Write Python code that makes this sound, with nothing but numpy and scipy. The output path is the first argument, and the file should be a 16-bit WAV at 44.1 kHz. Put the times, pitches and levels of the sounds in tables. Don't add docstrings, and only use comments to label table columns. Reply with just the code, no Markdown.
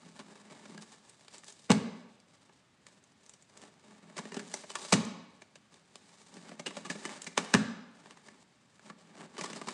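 import sys
import numpy as np
from scipy import signal
from scipy.fft import rfft, irfft
from scipy.io import wavfile

SR = 44100
rng = np.random.default_rng(int(sys.argv[2]) if len(sys.argv) > 2 else 0)


def unload_audio(sound):
    columns = np.transpose(np.atleast_2d(sound))
    steps = np.round(np.clip(columns, -1, 1) * 32767)
    wavfile.write(sys.argv[1], SR, steps.astype(np.int16))


N = 429093
LEAD_S = 0.02

# freq_hz, density_db
FIBRE_SPECTRUM = [(60, -22), (110, -15), (170, 7.5), (320, -2), (700, -3), (1400, -1), (2500, -5),
                  (5000, -4.5), (8500, -4), (9600, -7.5), (11000, -22), (12500, -30)]
# start_s, thump_db, landing_delay_s, landing_db, bite_db, edge_hz, edge_db
FLAP_SLAPS = [(1.6994, -12.5, 0.016, -22, -3, 450, -16.5), (4.9264, -14.5, 0.0095, -25.5, 1, 1077, -16.5),
              (7.541, -14, .006, -19, -11, 1530, -43)]


def from_db(db):
    return 10 ** (np.asarray(db) / 20)


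def unit_rms(x):
    return x / np.sqrt(np.mean(x ** 2, axis=-1, keepdims=True) + 1e-30)


def at_hz(points, hz):
    freq_hz, value = np.transpose(points)
    return np.interp(np.log(np.maximum(hz, 1)), np.log(freq_hz), value)


def butter(x, hz, kind, order=2):
    return signal.sosfilt(signal.butter(order, hz, kind, fs=SR, output="sos"), x + 1e-18)


def min_phase(spectrum, size=4096):
    cepstrum = irfft(np.log(from_db(at_hz(spectrum, np.fft.rfftfreq(size, 1 / SR)))))
    cepstrum[1:size // 2] *= 2
    cepstrum[size // 2 + 1:] = 0
    return irfft(np.exp(rfft(cepstrum)))


def resonate(x, hz, width_hz, lift_db):
    r, angle = np.exp(-np.pi * width_hz / SR), 2 * np.pi * hz / SR
    ring = signal.lfilter([1, 0, -1], [1, -2 * r * np.cos(angle), r * r], x) * (1 - r * r) / 2
    return x + (from_db(lift_db) - 1) * ring


def drift(per_s):
    knots = rng.standard_normal(4000)
    return unit_rms(np.interp(np.arange(N) / SR * per_s, np.arange(len(knots)), knots))


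def add(out, start_s, sound):
    start = max(round(start_s * SR), 0)
    out[start:start + len(sound)] += sound[:max(N - start, 0)]


def room_air(level_db=-68):
    # freq_hz, density_db
    air_spectrum = [(30, -36), (45, -25), (65, -13), (90, -4), (180, 4), (260, -0.5), (400, -10),
                    (1000, -11), (2400, -14), (4000, -17.5), (8000, -25), (10000, -33), (12500, -43)]
    noise = signal.oaconvolve(rng.standard_normal(N), min_phase(air_spectrum))[:N]
    return from_db(level_db) * unit_rms(noise)


def room_reverb(x, first_echo_s=0.0094, build_s=0.0024):
    # freq_hz, t60_s
    decay_times = [(100, 0.44), (230, 0.64), (700, 0.94), (1800, 0.89), (4800, 0.77), (9000, 0.43)]
    # freq_hz, level_db
    reverb_levels = [(90, -10), (150, -12.5), (200, -6), (255, -3), (340, -11), (1000, -12), (3000, -12.5),
                     (9000, -15.5)]
    t = np.arange(SR) / SR
    white = rng.standard_normal((2, SR))
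    edges_hz = np.geomspace(70, 13000, 30)
    onset = 1 - np.exp(-np.maximum(t - first_echo_s, 0) / build_s)
    tail = np.zeros(SR)
    for k, (low, high) in enumerate(zip(edges_hz, edges_hz[1:])):
        hz = np.sqrt(low * high)
        decay = np.exp(-np.log(1000) * t / at_hz(decay_times, hz))
        band = butter(white[k % 2], [low, high], "band", order=3) * onset * decay
        tail += from_db(at_hz(reverb_levels, hz)) * np.sqrt(2 * (high - low)) / SR * unit_rms(band)
    return signal.oaconvolve(x, tail)[:N]


def box_walls(x, delay_range_s=(0.0012, 0.011), echo_db=-13, bounce_db=-0.5, lowest_hz=600, count=7):
    delays_s = np.sort(rng.uniform(*delay_range_s, count))
    gains = from_db(bounce_db * np.arange(count))
    gains = from_db(echo_db) * gains / np.linalg.norm(gains)
    out, reflected = x.copy(), butter(x, lowest_hz, "high")
    for delay_s, gain in zip(delays_s, gains):
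        add(out, delay_s, gain * reflected)
    return out / np.sqrt(1 + np.sum(gains ** 2))


def box_responses(snap, panel_hz=(126, 311), board_top_hz=2620, spot_db=1.5, detune=0.022):
    # freq_hz, width_hz, lift_db
    box_modes = [(209.4, 28, 5), (400, 64.5, 11.5), (598, 89, 9), (858, 140, 7), (1144, 82, 6),
                 (1738, 58, 8), (2026, 90, 1.5), (2277, 110, 5), (2635, 52, 3), (2950, 60, 6),
                 (3774, 540, 4.5), (4850, 560, 4.5), (6100, 320, 2), (7470, 2100, 6)]
    for hz, width_hz, lift_db in box_modes:
        pitch_dev, lift_dev = rng.standard_normal(2)
        snap = resonate(snap, hz * (1 + detune * pitch_dev), width_hz, lift_db + spot_db * lift_dev)
    boom = butter(snap, panel_hz, "band", order=3)
    rasp = butter(snap, [panel_hz[1], board_top_hz], "band", order=4)
    crackle = butter(snap, board_top_hz, "high", order=4)
    return boom, rasp, crackle


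def fibre_breaks(per_s, spread_db, size):
    chance, strength, sign = rng.random((3, size))
    out, breaks = np.zeros(size), chance < per_s / SR
    level_db = spread_db * np.minimum(-np.log(1 - strength[breaks]), 4)
    out[breaks] = from_db(level_db) * np.sign(sign[breaks] - 0.5)
    return out


def paw_gains(rest_db=-75, fade_db_per_s=198.5, sweep_edge_db=3.5, boom_db=-6.5, boom_loss=0.8):
    # time_s, rasp_db, crackle_db
    tug_bouts = [
        [(0.0, -63, -64), (0.59, -61.5, -67.5), (0.706, -61, -87.5), (0.832, -62.5, -62.5), (1.114, -62, -60.5),
         (1.396, -66.5, -63.5), (1.66, -67, -58)],
        [(3.92, -65, -78), (4.232, -53, -55.5), (4.32, -55.5, -59.5), (4.392, -55, -65), (4.564, -65, -56),
         (4.784, -52, -49.5), (4.9, -53.5, -46)],
        [(5.75, -67, -70.5), (6.402, -63, -58), (6.562, -63, -68.5), (6.936, -54.5, -52.5), (7.2, -57.5, -57.5),
         (7.386, -56, -56.5), (7.51, -51.5, -52)],
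        [(7.95, -63.5, -68), (8.212, -57.5, -61), (8.45, -75, -73)],
        [(9.12, -57.5, -67.5), (9.188, -54, -60), (9.33, -57, -64.5), (9.436, -57, -64), (9.568, -51.5, -54.5),
         (9.73, -46, -48)],
    ]
    # centre_s, half_length_s, level_db, bite_db
    paw_sweeps = [(0.057, 0.034, -67.5, -20), (0.19, 0.026, -59, -2), (0.285, 0.028, -66, -12),
                  (0.552, 0.075, -61.5, -6.5), (0.666, 0.04, -54, -1), (0.819, 0.01, -65.5, 9),
                  (1.483, 0.021, -63.5, 9), (2.306, 0.03, -68, 0), (2.923, 0.045, -73, 2.5),
                  (3.297, 0.12, -70, 1.5), (3.635, 0.064, -62.5, -4.5), (3.92, 0.057, -60.5, -4.5),
                  (4.11, 0.056, -54.5, -9), (4.442, .035, -57, -3), (4.52, 0.052, -55.5, 3.5),
                  (6.365, 0.037, -57, -12), (6.475, 0.033, -52.5, -6), (7.11, 0.05, -49.5, -4.5),
                  (8.085, 0.052, -61.5, -6), (8.34, 0.03, -60.5, -7.5), (8.879, 0.025, -55.5, -3.5),
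                  (9.214, 0.058, -55.5, -8.5), (9.423, 0.037, -49.5, -5)]
    t = np.arange(0, N, 40) / SR
    moves = [(np.full(len(t), rest_db), -0.5)]   # rasp_db, bite_db
    for bout in tug_bouts:
        time_s, rasp_db, crackle_db = np.transpose(bout)
        rasp_db = np.interp(t, time_s, rasp_db) - 2.5
        crackle_db = np.interp(t, time_s, crackle_db) - 2.07
        outside_s = np.abs(t - np.clip(t, time_s[0], time_s[-1]))
        moves.append((rasp_db - fade_db_per_s * outside_s, crackle_db - rasp_db))
    for centre_s, half_length_s, level_db, bite_db in paw_sweeps:
        distance = np.minimum(np.abs(t - centre_s) / half_length_s, 10)
        moves.append((level_db - sweep_edge_db * distance ** 2, bite_db))
    power = sum(from_db([db + boom_db - boom_loss * bite_db, db, db + bite_db]) ** 2
                for db, bite_db in moves)
    return [np.interp(np.arange(N) / SR, t, gain) for gain in np.sqrt(power)]


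def paw_rubbing(uneven_db=2.5, wander_db=4.5, snag_db=4, snag_s=0.0031, trim_db=-1, spots=3):
    grip_db = uneven_db * drift(per_s=67)
    layers = np.zeros((3, N))
    for _ in range(spots):
        catches = np.abs(fibre_breaks(per_s=14, spread_db=1, size=N))
        snags = signal.lfilter([1], [1, -np.exp(-1 / (snag_s * SR))], catches + 1e-18)
        slips = fibre_breaks(per_s=2400, spread_db=3, size=N)
        slips *= from_db(grip_db + wander_db * drift(per_s=14))
        slips *= 1 + from_db(snag_db) * snags
        for layer, response in zip(layers, box_responses(min_phase(FIBRE_SPECTRUM))):
            layer += signal.oaconvolve(slips, response)[:N]
    return from_db(trim_db) * sum(gain * unit_rms(layer) for layer, gain in zip(layers, paw_gains()))


def flap_thumps(sharpness=3.8, edge_swell_cycles=2.2, size=4096):
    # freq_hz, relative_db, swell_s
    floor_modes = [(203.4, 3, 0.0068), (138, -9.5, 0.013)]
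    out, t = np.zeros(N), np.arange(size) / SR
    for start_s, thump_db, *_, edge_hz, edge_db in FLAP_SLAPS:
        modes = [(hz, thump_db + db, swell_s) for hz, db, swell_s in floor_modes]
        modes.append((edge_hz, edge_db, edge_swell_cycles / edge_hz))
        for hz, db, swell_s in modes:
            envelope = (t / swell_s * np.exp(1 - t / swell_s)) ** sharpness
            add(out, start_s, from_db(db) * envelope * np.sin(2 * np.pi * hz * t))
    return butter(out, hz=110, kind="high", order=6)


def strip_snap(strip_hz, ring_db, q=6.5, tilt_from_hz=4000):
    hz, density_db = np.transpose(FIBRE_SPECTRUM)
    db_per_octave = 3 * np.clip(np.log2(strip_hz / tilt_from_hz), -1, 1)
    tilt_db = db_per_octave * np.maximum(np.log2(hz / tilt_from_hz), 0)
    snap = min_phase(np.column_stack([hz, density_db + tilt_db]))
    return resonate(snap, strip_hz, strip_hz / q, ring_db)


def rip(snap, level_db, bite_db, boom_db, length_s, linger_s=0.012, creep_s=0.0037, size=4096):
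    t = np.arange(size) / SR - LEAD_S
    after_s = np.maximum(t, 0)
    progress = after_s / length_s
    onset = 1 - np.exp(-progress / 0.057)
    main_run = np.exp(-1.66 * progress ** 2)
    stragglers = 0.19 * np.exp(-after_s / (length_s + linger_s))
    weakest_fibres = 0.17 * np.exp(-np.abs(t) / creep_s)
    strain = onset * (main_run + stragglers) + weakest_fibres
    gains = from_db(level_db + np.array([boom_db, 0, bite_db])) * np.sqrt(length_s * SR / size)
    responses = box_responses(snap)
    bursts = strain * np.array([fibre_breaks(per_s=6000, spread_db=4.5, size=size) for _ in range(3)])
    bands = [signal.fftconvolve(bursts, response[None], axes=1)[:, :size] for response in responses]
    return sum(gain * unit_rms(band) for band, gain in zip(bands, gains))


def claw_tick(level_db, bite_db, base_hz=3100, top_hz=7500, bite_db_per_octave=10):
    strip_hz = min(base_hz * 2 ** (bite_db / bite_db_per_octave), top_hz)
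    return rip(strip_snap(strip_hz, ring_db=8), level_db, bite_db, boom_db=-14, length_s=0.0047)


def clawing():
    # start_s, length_s, level_db, boom_db, bite_db, strip_hz
    claw_rips = [(0.191, 0.025, -51.5, 1, -5.5, 1080), (0.777, 0.0036, -46, -4, -3, 1620),
                 (1.697, .004, -29.5, -2.5, -20, 470), (1.7024, 0.0092, -21, -15.5, -8.5, 440),
                 (4.166, 0.0097, -45.5, -12.5, -2, 770), (4.178, 0.013, -45, -4.5, 0.5, 2100),
                 (4.186, .012, -41.5, 0, -5.5, 1020), (4.253, 0.0067, -46, 1.5, -9, 1890),
                 (4.319, 0.0076, -43.5, -7.5, -9.5, 437), (4.343, .0085, -45.5, -8.5, -1, 5350),
                 (4.366, 0.0092, -41.5, 6.5, -5, 417), (4.393, .007, -43, -13, -4, 1840),
                 (4.539, .009, -38.5, -12.5, 3, 5840), (4.636, 0.011, -48, -9.5, -30, 620),
                 (4.701, 0.0049, -42.5, -29, -0.5, 1030), (4.754, 0.0043, -32, -34.5, -2.5, 1040),
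                 (4.849, 0.0041, -45, -23.5, -4, 1200), (4.923, 0.0084, -22.5, -11.5, -2.5, 1105),
                 (4.929, 0.0023, -19, 2, 2, 700), (6.514, 0.012, -48, -2, -15, 604),
                 (6.594, 0.012, -43.5, -2.5, -3.5, 560), (6.66, 0.024, -41, -6.5, -0.5, 2860),
                 (6.706, 0.0073, -46, -1, -11, 604), (6.769, 0.0046, -36.5, -5.5, -8, 557),
                 (6.849, 0.027, -47, -3.5, -4.5, 1190), (6.897, 0.024, -39.5, -1, -2.5, 1790),
                 (6.951, 0.012, -48, -0.5, -11, 485), (7.051, 0.011, -38, -6, -3.5, 1850),
                 (7.091, 0.009, -46, -11, -6.5, 1920), (7.266, 0.018, -46, -2.5, 1, 2060),
                 (7.3768, 0.0034, -19.5, -10, -4, 1290), (7.5377, 0.0054, -19, -19, -2.5, 1550),
                 (8.898, 0.0053, -43, -4, -11.5, 1140), (9.379, 0.025, -43.5, -9.5, -4, 1120),
                 (9.41, 0.004, -37.5, -4, 0, 2410), (9.436, 0.013, -39.5, -21, -3, 1080),
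                 (9.455, 0.012, -46.5, -10, -0.5, 1170), (9.53, 0.0052, -44.5, 2, -0.5, 2880),
                 (9.557, 0.025, -51, -3, -0.5, 4670), (9.613, 0.0096, -42, -3, -9, 1050),
                 (9.671, 0.0092, -42.5, 0, -5, 900), (9.684, 0.01, -37.5, -12, -4.5, 1010)]
    # start_s, level_db, bite_db
    claw_ticks = [(.032, -58, -12), (.655, -48.5, -8), (1.095, -67.5, 15), (1.281, -54, 2),
                  (1.344, -57.5, 4.5), (1.381, -61.5, 12), (1.434, -53.5, -7.5), (1.443, -63.5, 12),
                  (1.523, -64.5, 13), (2.2, -69, 7), (2.493, -57, -19), (2.8657, -54.5, 2),
                  (3.038, -71, 10.5), (3.262, -66.5, 9.5), (3.294, -61.5, 12.5), (3.337, -63, 9),
                  (3.424, -69.5, 12), (3.573, -63, 11.5), (3.616, -64, 9), (5.05, -57.5, 13),
                  (5.419, -49.5, -4.5), (5.556, -52.5, -0.5), (5.741, -60, 2.5), (5.956, -50.5, 3),
                  (6.34, -59.5, 6), (7.218, -56, 16), (7.243, -57.5, 11.5), (8.058, -51, -9),
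                  (8.108, -51.5, -1.5), (8.172, -54.5, -6.5), (8.284, -49.5, -6.5), (8.794, -55.5, -10),
                  (9.367, -48, -6)]
    events = []
    for start_s, length_s, level_db, boom_db, bite_db, strip_hz in claw_rips:
        snap = strip_snap(strip_hz, ring_db=9)
        events.append((start_s, rip(snap, level_db, bite_db, boom_db, length_s)))
    for start_s, _, delay_s, landing_db, bite_db, edge_hz, _ in FLAP_SLAPS:
        snap = strip_snap(edge_hz, ring_db=4.5)
        events.append((start_s + delay_s, rip(snap, landing_db, bite_db, boom_db=-10, length_s=0.0049)))
    events += [(start_s, claw_tick(level_db, bite_db)) for start_s, level_db, bite_db in claw_ticks]
    sides = np.zeros((3, N))
    for start_s, sounds in events:
        for side, sound in zip(sides, sounds):
            add(side, start_s - LEAD_S, sound)
    return sides


def scene():
    sides, rubbing, thumps = clawing(), paw_rubbing(), flap_thumps()
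    reverb = sum(room_reverb(side + rubbing + thumps) for side in sides) / np.sqrt(len(sides))
    return (box_walls(sides[0]) + rubbing + thumps + reverb + room_air())[None]


def record(dry, ceiling=0.52, stopband_hz=12700):
    rounded = ceiling * np.tanh(dry / ceiling)
    return signal.sosfilt(signal.cheby2(14, 60, stopband_hz, fs=SR, output="sos"), rounded)


dry = scene()
out = record(dry)
unload_audio(out)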